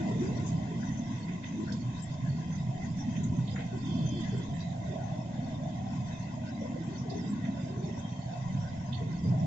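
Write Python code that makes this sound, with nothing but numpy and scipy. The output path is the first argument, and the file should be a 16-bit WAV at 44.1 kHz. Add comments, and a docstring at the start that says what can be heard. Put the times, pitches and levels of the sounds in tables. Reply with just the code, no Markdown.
"""Heavy rain on a city street, muffled, heard from a shelter through two microphone ports.
Background: thin hiss, flickering narrow noise bands, short blips; over it ragged splashes, low gurgles.
Traffic: bands of noise for rumble, drone, growl and wet-road swish, following level curves.
A small engine thuds, its firings ringing an exhaust; a far horn toots twice: three wavering tones,
and two high noisy bands that brighten with the toots."""
import sys
import numpy as np
from scipy import signal
from scipy.fft import rfft, irfft, next_fast_len
from scipy.io import wavfile
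from scipy.ndimage import map_coordinates

SR = 44100
rng = np.random.default_rng(int(sys.argv[2]) if len(sys.argv) > 2 else 0)


def to_wav(sig):
    """Store sig (one row per channel, or 1-D mono) as 16-bit WAV at the path in sys.argv[1].

    Samples outside -1..1 are clipped; the rate is SR.
    """
    pcm = np.clip(np.atleast_2d(sig), -1, 1) * 32767
    pcm = np.round(pcm).astype(np.int16)
    wavfile.write(sys.argv[1], SR, pcm.T)  # frames by channels


N = 417186

# even hiss before level curve and spots: freq_hz, left_db_per_hz, right_db_per_hz
HISS = [(60, -110, -110), (307, -87, -91.5), (500, -91, -90), (1000, -89, -94), (1290, -102, -101),
        (2200, -103, -102), (2900, -106, -104), (3850, -108, -102.5), (4600, -106.5, -101),
        (6600, -96.5, -98.5), (7300, -100.5, -103)]
# narrow noise bands, left port then right, before flicker and level curve:
# centre_hz, width_hz, peak_db_per_hz
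BANDS = [
    [(995, 125, -74), (1520, 170, -86), (1700, 70, -86), (1985, 190, -83), (2325, 70, -93),
     (2580, 140, -87), (2760, 80, -92), (3130, 130, -89.5), (3380, 90, -94), (3690, 80, -99),
     (4070, 120, -98), (4935, 100, -92), (5680, 90, -87.5), (5880, 60, -93), (6185, 100, -85),
     (6920, 110, -95), (7550, 70, -95)],
    [(870, 90, -87), (1500, 220, -91.5), (1995, 230, -82.5), (2470, 130, -91), (2650, 140, -90),
     (3060, 100, -90), (3230, 110, -89), (3430, 100, -87.5), (3620, 120, -84), (3850, 90, -89.5),
     (4440, 80, -87.5), (4950, 100, -88), (5390, 130, -89.5), (6200, 110, -88.5), (7260, 90, -97),
     (7555, 60, -93)],
]


def amp(db):
    """Amplitude ratio from dB."""
    return 10 ** (np.asarray(db) / 20)


def unit(x):
    """Scale to rms 1."""
    return x / np.sqrt(np.mean(x ** 2) + 1e-20)


def along(points, hz):
    """Interpolate (Hz, value, ..) points on a log axis, one row per value column."""
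    f, *cols = np.transpose(points)
    return np.array([np.interp(np.log(hz + 1), np.log(f + 1), c) for c in cols])


def curves(rows):
    """One value per sample for each column after the time."""
    time_s, *cols = np.transpose(rows)
    return [np.interp(np.arange(N) / SR, time_s, c) for c in cols]


def wobble(rate_hz, count=1):
    """Smooth random curves through rate_hz (at most 39) normal knots a second."""
    knots = rng.standard_normal((count, int(N / SR * 40)))
    coarse = np.arange(0, N + 64, 64)
    position = coarse * min(rate_hz, 39) / SR
    return np.array([np.interp(np.arange(N), coarse, map_coordinates(k, [position])) for k in knots])


def filtered(x, response):
    """x through a complex frequency response."""
    n = x.shape[-1]
    padded = next_fast_len(n + 8192)
    spectrum = rfft(x, padded) * response(np.fft.rfftfreq(padded, 1 / SR))
    return irfft(spectrum, padded)[..., :n]


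def frames(x):
    """Short-time spectrum."""
    return signal.stft(x, SR, nperseg=1024, noverlap=768)


def unframe(z):
    """Short-time spectrum back to sound."""
    return signal.istft(z, SR, nperseg=1024, noverlap=768)[1][:, :N]


def blots(shape, tall_hz, long_s):
    """A normal random field over frequency and time, smoothed into blots of rms 1."""
    offset_hz = np.arange(-24, 25)[:, None] * SR / 1024
    offset_s = np.arange(-40, 41) * 256 / SR
    blot = np.exp(-(offset_hz / tall_hz) ** 2 - (offset_s / long_s) ** 2)
    return unit(signal.fftconvolve(rng.standard_normal(shape), blot[None], "same", axes=(1, 2)))


def ports(n):
    """Noise at both ports: shared and differing parts, the left late and less so in the bass."""
    # left-right likeness: freq_hz, correlation
    alike = [(30, 0.93), (150, 0.98), (280, 0.95), (450, 0.75), (800, 0.19), (3000, 0.033)]
    left_lag_s = 19 / 44100

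    def mix(hz):
        turn = np.arccos(np.clip(along(alike, hz)[0], 0, 1)) / 2
        return np.array([np.cos(turn), np.sin(turn)])

    def delay(hz):
        lag_s = left_lag_s * (1 - 0.54 / (1 + (hz / 600) ** 4)) * [[1], [0]]
        return np.exp(-2j * np.pi * hz * lag_s)

    mid, side = filtered(rng.standard_normal((2, n)), mix)
    return filtered(np.array([mid + side, mid - side]), delay)


def rush(spectrum, patchy_db):
    """Blotchy shaped noise of rms 1; only the shape of the spectrum counts."""
    z = frames(ports(N))[2]
    patches = amp(patchy_db * blots((1,) + z.shape[1:], 43, 0.038))
    return unit(filtered(unframe(z * patches), lambda hz: amp(along(spectrum, hz))))


def bands(hz):
    """Power per Hz of the narrow noise bands at each port, each a Gaussian bell."""
    def port_power(port):
        centre_hz, width_hz, peak_db = np.transpose(port)
        offset = (hz - centre_hz[:, None]) / width_hz[:, None]
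        return amp(peak_db) ** 2 @ np.exp(-4 * np.log(2) * offset ** 2)
    return np.array([port_power(port) for port in BANDS])


def hiss_and_bands():
    """An even hiss, narrow noise bands that come and go, and random short blots of noise between them."""
    # how far the bands come and go: freq_hz, swing_db
    flicker_depth = [(900, 1.5), (1500, 7.5), (2000, 3.5), (3600, 3.5), (4500, 8), (7500, 11.5)]
    # level curve of hiss and bands: time_s, level_db, brightness_db_per_octave
    level_curve = [(0.0, 5.5, 0), (0.9, 2.5, 0.5), (2.0, 0.5, 1), (4.6, 1, 1), (5.3, -0.5, -1),
                   (6.3, 1, -0.5), (9.45, 0, 0)]

    hz, t, z = frames(ports(N))
    together = wobble(17)[0, np.minimum((t * SR).astype(int), N - 1)]  # shared by all bands
    swing_db = along(flicker_depth, hz)[0][:, None] * (blots(z.shape, 100, .03) + .3 * together)
    flicker = amp(2 * swing_db)  # power
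    flicker = flicker / np.mean(flicker, axis=2, keepdims=True)
    hiss = amp(along(HISS, hz))[..., None] ** 2
    spots = blots(z.shape, 130, .022)
    spots_power = 14 * np.clip(spots + .3 * together - 1.4, 0, 1.1) ** 2
    power = bands(hz)[..., None] * (flicker + 0.064 * spots_power) + hiss * (1 + spots_power)
    level_db, bright_db = curves(level_curve)
    octaves = np.log2((hz[:, None] + 500) / 3500)
    tilt = amp(octaves * np.interp(t * SR, np.arange(N), bright_db))
    return amp(level_db) * unframe(z * tilt * np.sqrt(power * SR / 2))  # power per Hz to gain


def blips():
    """Short random blips, each ringing at about the pitch of one of a port's narrow bands."""
    blips_per_s, rise_s = 110, .004
    over_band_db, scatter_db = 5.5, 3
    k = np.arange(round(6 * rise_s * SR))
    life = k / SR / rise_s
    out = []
    for port in BANDS:
        which, when, detune = rng.random((int(blips_per_s * N / SR), 3)).T
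        hz, width_hz, db = np.transpose(port)[:, (which * len(port)).astype(int)]
        pitch_hz = hz + width_hz * (detune - .5)
        ring = np.sin(2 * np.pi * pitch_hz[:, None] * k / SR) * life * np.exp(1 - life)
        size_db = db + over_band_db + scatter_db * rng.standard_normal(len(hz))
        size = amp(size_db) * np.sqrt(width_hz)
        where = ((when * N).astype(int)[:, None] + k).ravel()
        out.append(np.bincount(where, (size[:, None] * ring).ravel(), N + len(k))[:N])
    return np.array(out)


def traffic():
    """Engines and tyres of the passing cars blur into bands of noise."""
    # passing engines, before wobble: time_s, rumble_db, drone_db
    street = [(0.0, -31, -32), (0.6, -33, -37.5), (1.27, -37, -41.5), (1.62, -35, -35.5), (2.1, -35, -43),
              (2.35, -31.5, -41.5), (2.9, -36, -42.5), (3.35, -28.5, -34), (3.71, -33.5, -40.5),
              (4.06, -29.5, -32.5), (4.45, -34, -43.5), (5.2, -38, -42.5), (5.83, -34.5, -40.5),
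              (6.54, -40, -41.5), (7.4, -37.5, -39.5), (8.25, -41.5, -46.5), (8.45, -33, -49.5),
              (9.0, -34, -42.5), (9.45, -27, -40.5)]
    # tyre swish level, before wobble: time_s, swish_db
    tyres = [(0.0, -46.5), (0.4, -46), (1.2, -53), (2.5, -51), (4.4, -49), (5.2, -42), (5.9, -46),
             (6.45, -51.5), (6.75, -46.5), (7.33, -51.5), (7.7, -48), (8.6, -45.5), (9.2, -51.5),
             (9.45, -45.5)]
    # low engine rumble shape: freq_hz, relative_db_per_hz
    rumble_shape = [(27, -15.5), (41, -27), (63, -16), (90, -2.5), (110, -1), (127, 6.5), (145, -1.5),
                    (165, 5), (210, -4), (260, -64)]
    # engine drone shape: freq_hz, relative_db_per_hz
    drone_shape = [(150, -39), (190, -2.5), (240, 1.5), (290, -8), (350, -24.5), (450, -63)]
    # upper engine growl shape: freq_hz, relative_db_per_hz
    growl_shape = [(260, -27), (310, 4.5), (400, -4), (480, -7.5), (600, -41)]
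    # wet-road swish shape: freq_hz, left_relative_db_per_hz, right_relative_db_per_hz
    swish_shape = [(450, -26, -30), (570, -13, -7), (640, -5, -2), (690, -3, 0), (780, -5, -13),
                   (860, -20, -22), (1000, -40, -40)]
    growl_mean_db, growl_swing_ratio = -54.5, 1.75

    rumble_db, drone_db = curves(street)
    rumble_gain = amp(rumble_db + 0.81 * wobble(4.11) + [[-.6], [.6]])
    rumble = rumble_gain * rush(rumble_shape, patchy_db=-1.7)
    drone = amp(drone_db + 1.6 * wobble(2.9)) * rush(drone_shape, patchy_db=2.5)
    # the upper growl swells more than the drone as an engine pulls
    growl_db = growl_mean_db + growl_swing_ratio * (drone_db - np.mean(drone_db))
    growl = amp(growl_db) * rush(growl_shape, patchy_db=6.5)
    swish_db = curves(tyres)[0] + 1.3 * wobble(14, count=2)
    swish = amp(swish_db) * rush(swish_shape, patchy_db=3.5)
    return rumble + drone + growl + swish


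def engine():
    """One slow cylinder: each firing, a little uneven, rings the exhaust resonances."""
    # firing rate: time_s, firings_per_s
    firing = [(4.579, 14.8), (6.9, 14.8), (7.4, 14.4), (8.6, 14.35)]
    # thud level: time_s, level_db
    thud_level = [(4.3, -60), (4.8, -41.5), (6.6, -45), (7.1, -42.5), (7.85, -39), (8.3, -39), (8.55, -60)]
    # exhaust resonances, per pass: centre_hz, width_hz, relative_db
    exhaust = [(135, 110, 0), (240, 160, -6)]

    def pipe(f):
        total = 0
        for k, (centre, width, db) in enumerate(exhaust):
            resonance = 1j * f * width / (centre * centre - f * f + 1j * f * width)
            total = total + (-1) ** k * amp(db) * resonance
        return total

    turns = np.cumsum(curves(firing)[0]) / SR
    phase = turns - turns[round(firing[0][0] * SR)]
    fired = np.diff(np.floor(phase), prepend=0) > 0
    blows = fired * amp(2.5 * rng.standard_normal(N))
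    thud = unit(filtered(blows, lambda f: pipe(f) ** 2))  # two passes
    return amp(curves(thud_level)[0] + [[-.6], [.6]]) * thud


def horn():
    """Three horn tones waver, blur and linger as in street echoes; two high bands brighten with them."""
    # toots: start_s, end_s, gain_db
    toots = [(3.848, 4.21, 3), (4.286, 4.43, -2)]
    # three horn tones, then two high noisy bands: pitch_hz
    pitches = [2589, 3158, 3452, 4457, 4955]
    # one row per pitch, before toot gain and waver: left_db, right_db, blur_share
    pitch_levels = [(-68, -71, .6), (-59, -54, .5), (-60, -55, .55), (-90, -65, 1), (-73, -65, 1)]

    t = np.arange(N) / SR
    on = 0
    for start_s, end_s, gain_db in toots:
        attack = np.clip((t - start_s) / .015, 0, 1)
        linger = amp(-60 * np.clip(t - end_s, 0, None) / .25)  # 60 dB in 0.25 s
        on = on + amp(gain_db) * attack * linger
    total, echoes = 0, ports(N)
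    for hz, (*db, share) in zip(pitches, pitch_levels):
        phase = 2 * np.pi * hz * t + .8 * wobble(25, count=2)
        waver = amp(3 * wobble(30, count=2)) * np.sin(phase)
        blur = unit(filtered(echoes, lambda f: np.exp(-((f - hz) / 95) ** 2)))
        total = total + amp(db)[:, None] * (waver + share * blur)
    return on * total


def puffs():
    """Each splash or gurgle is a ragged noise burst around its own pitch, strongest in the bands."""
    # nearby splashes, narrowest heard as pings, levels before raggedness:
    # start_s, pitch_hz, width_octaves, length_s, peak_left_db, peak_right_db
    splashes = [(0.457, 6800, 0.22, 0.037, -43.5, -47), (0.818, 1630, 0.27, .03, -46.5, -55),
                (0.97, 6200, 0.077, 0.021, -42, -59), (1.275, 2100, 0.43, 0.098, -53, -48.5),
                (1.425, 2230, 0.98, 0.087, -48.5, -47), (1.663, 1420, 0.34, 0.053, -43.5, -53),
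                (1.718, 5200, 0.57, 0.026, -49, -43), (2.017, 7500, 0.084, 0.024, -45, -60),
                (3.147, 2420, .5, 0.04, -51, -48), (3.228, 6850, 0.15, .025, -50, -50),
                (3.469, 3600, 0.41, 0.042, -48, -44.5), (3.555, 1480, 0.78, 0.04, -42.5, -44.5),
                (3.581, 2200, 1.06, 0.068, -47, -45.5), (4.209, 3320, .5, 0.052, -54, -48.5),
                (4.31, 1540, 0.44, 0.09, -56, -55), (4.596, 4700, .05, 0.031, -57, -55),
                (4.598, 3950, 0.071, 0.068, -54, -51), (6.971, 5680, 0.22, .035, -49, -48),
                (7.091, 4740, 0.39, 0.051, -58.5, -46.5), (7.434, 1440, 1.1, 0.1, -52, -49.5),
                (8.003, 3200, 0.023, 0.22, -55.5, -56), (8.919, 3470, 0.36, 0.05, -50, -43),
                (8.937, 4300, .08, 0.03, -58, -47)]
    # low hollow gurgles, levels before raggedness:
    # middle_s, pitch_hz, length_s, peak_left_db, peak_right_db
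    gurgles = [(0.151, 404, 0.19, -39.5, -46.5), (3.017, 765, 0.062, -45, -46),
               (3.741, 358, 0.044, -58, -40), (4.035, 300, 0.22, -43, -48), (4.355, 411, 0.1, -41.5, -51),
               (4.909, 398, 0.091, -50.5, -44), (5.031, 735, 0.078, -39, -63),
               (6.635, 540, 0.075, -40.5, -47), (6.752, 555, 0.046, -63, -39), (7.096, 410, 0.12, -40, -54),
               (7.563, 603, 0.057, -54, -41), (7.769, 382, 0.2, -41, -43), (9.015, 434, 0.06, -41.5, -60),
               (9.264, 432, 0.072, -42.5, -71)]
    splash_rise_s, splash_ragged_hz = .008, 160  # starts fast and crackles
    gurgle_octaves, gurgle_rise_share, gurgle_ragged_hz = 0.23, 0.38, 48.6
    fall_share, ragged_db = 0.69, 2.5  # shares are of the length

    def lift(f):
        return (1 + bands(f) / amp(along(HISS, f)) ** 2) ** .4

    rows = []
    for start_s, hz, octaves, length_s, *db in splashes:
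        rows.append((start_s, hz, octaves, length_s, splash_rise_s, splash_ragged_hz, db))
    for middle_s, hz, length_s, *db in gurgles:
        rise_s = gurgle_rise_share * length_s
        rows.append((middle_s - .5 * length_s, hz, gurgle_octaves, length_s, rise_s, gurgle_ragged_hz, db))

    out = np.zeros((2, N + SR))
    for start_s, hz, octaves, length_s, rise_s, ragged_hz, db in rows:
        t = np.arange(SR // 3 if length_s > .085 else SR // 5) / SR

        def colour(f):
            return lift(f) * np.exp(-(1.06 * np.log2((f + 1) / hz) / octaves) ** 2)

        burst = filtered(ports(SR // 3)[:, :len(t)], colour)
        burst = np.array([unit(b) for b in burst])
        ragged = amp(ragged_db * map_coordinates(rng.standard_normal(80), [t * ragged_hz]))
        swell = (1 - np.exp(-(t / rise_s) ** 2)) * np.exp(-(t / (fall_share * length_s)) ** 0.92)
        start = round(start_s * SR)
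        out[:, start:start + len(t)] += amp(db)[:, None] * burst * swell / swell.max() * ragged
    return out[:, :N]


def scene():
    """The street as it reaches both ports."""
    return hiss_and_bands() + blips() + traffic() + engine() + horn() + puffs()


def record(dry):
    """The recorder rolls off at the top and keeps nothing above its band limit."""
    # treble roll-off: freq_hz, gain_db
    roll_off = [(7550, -1), (7750, -11), (7900, -18.5), (8050, -36.5)]
    top_hz = 8210
    return filtered(dry, lambda hz: amp(along(roll_off, hz)[0]) * (hz < top_hz))


dry = scene()
out = record(dry)
to_wav(out)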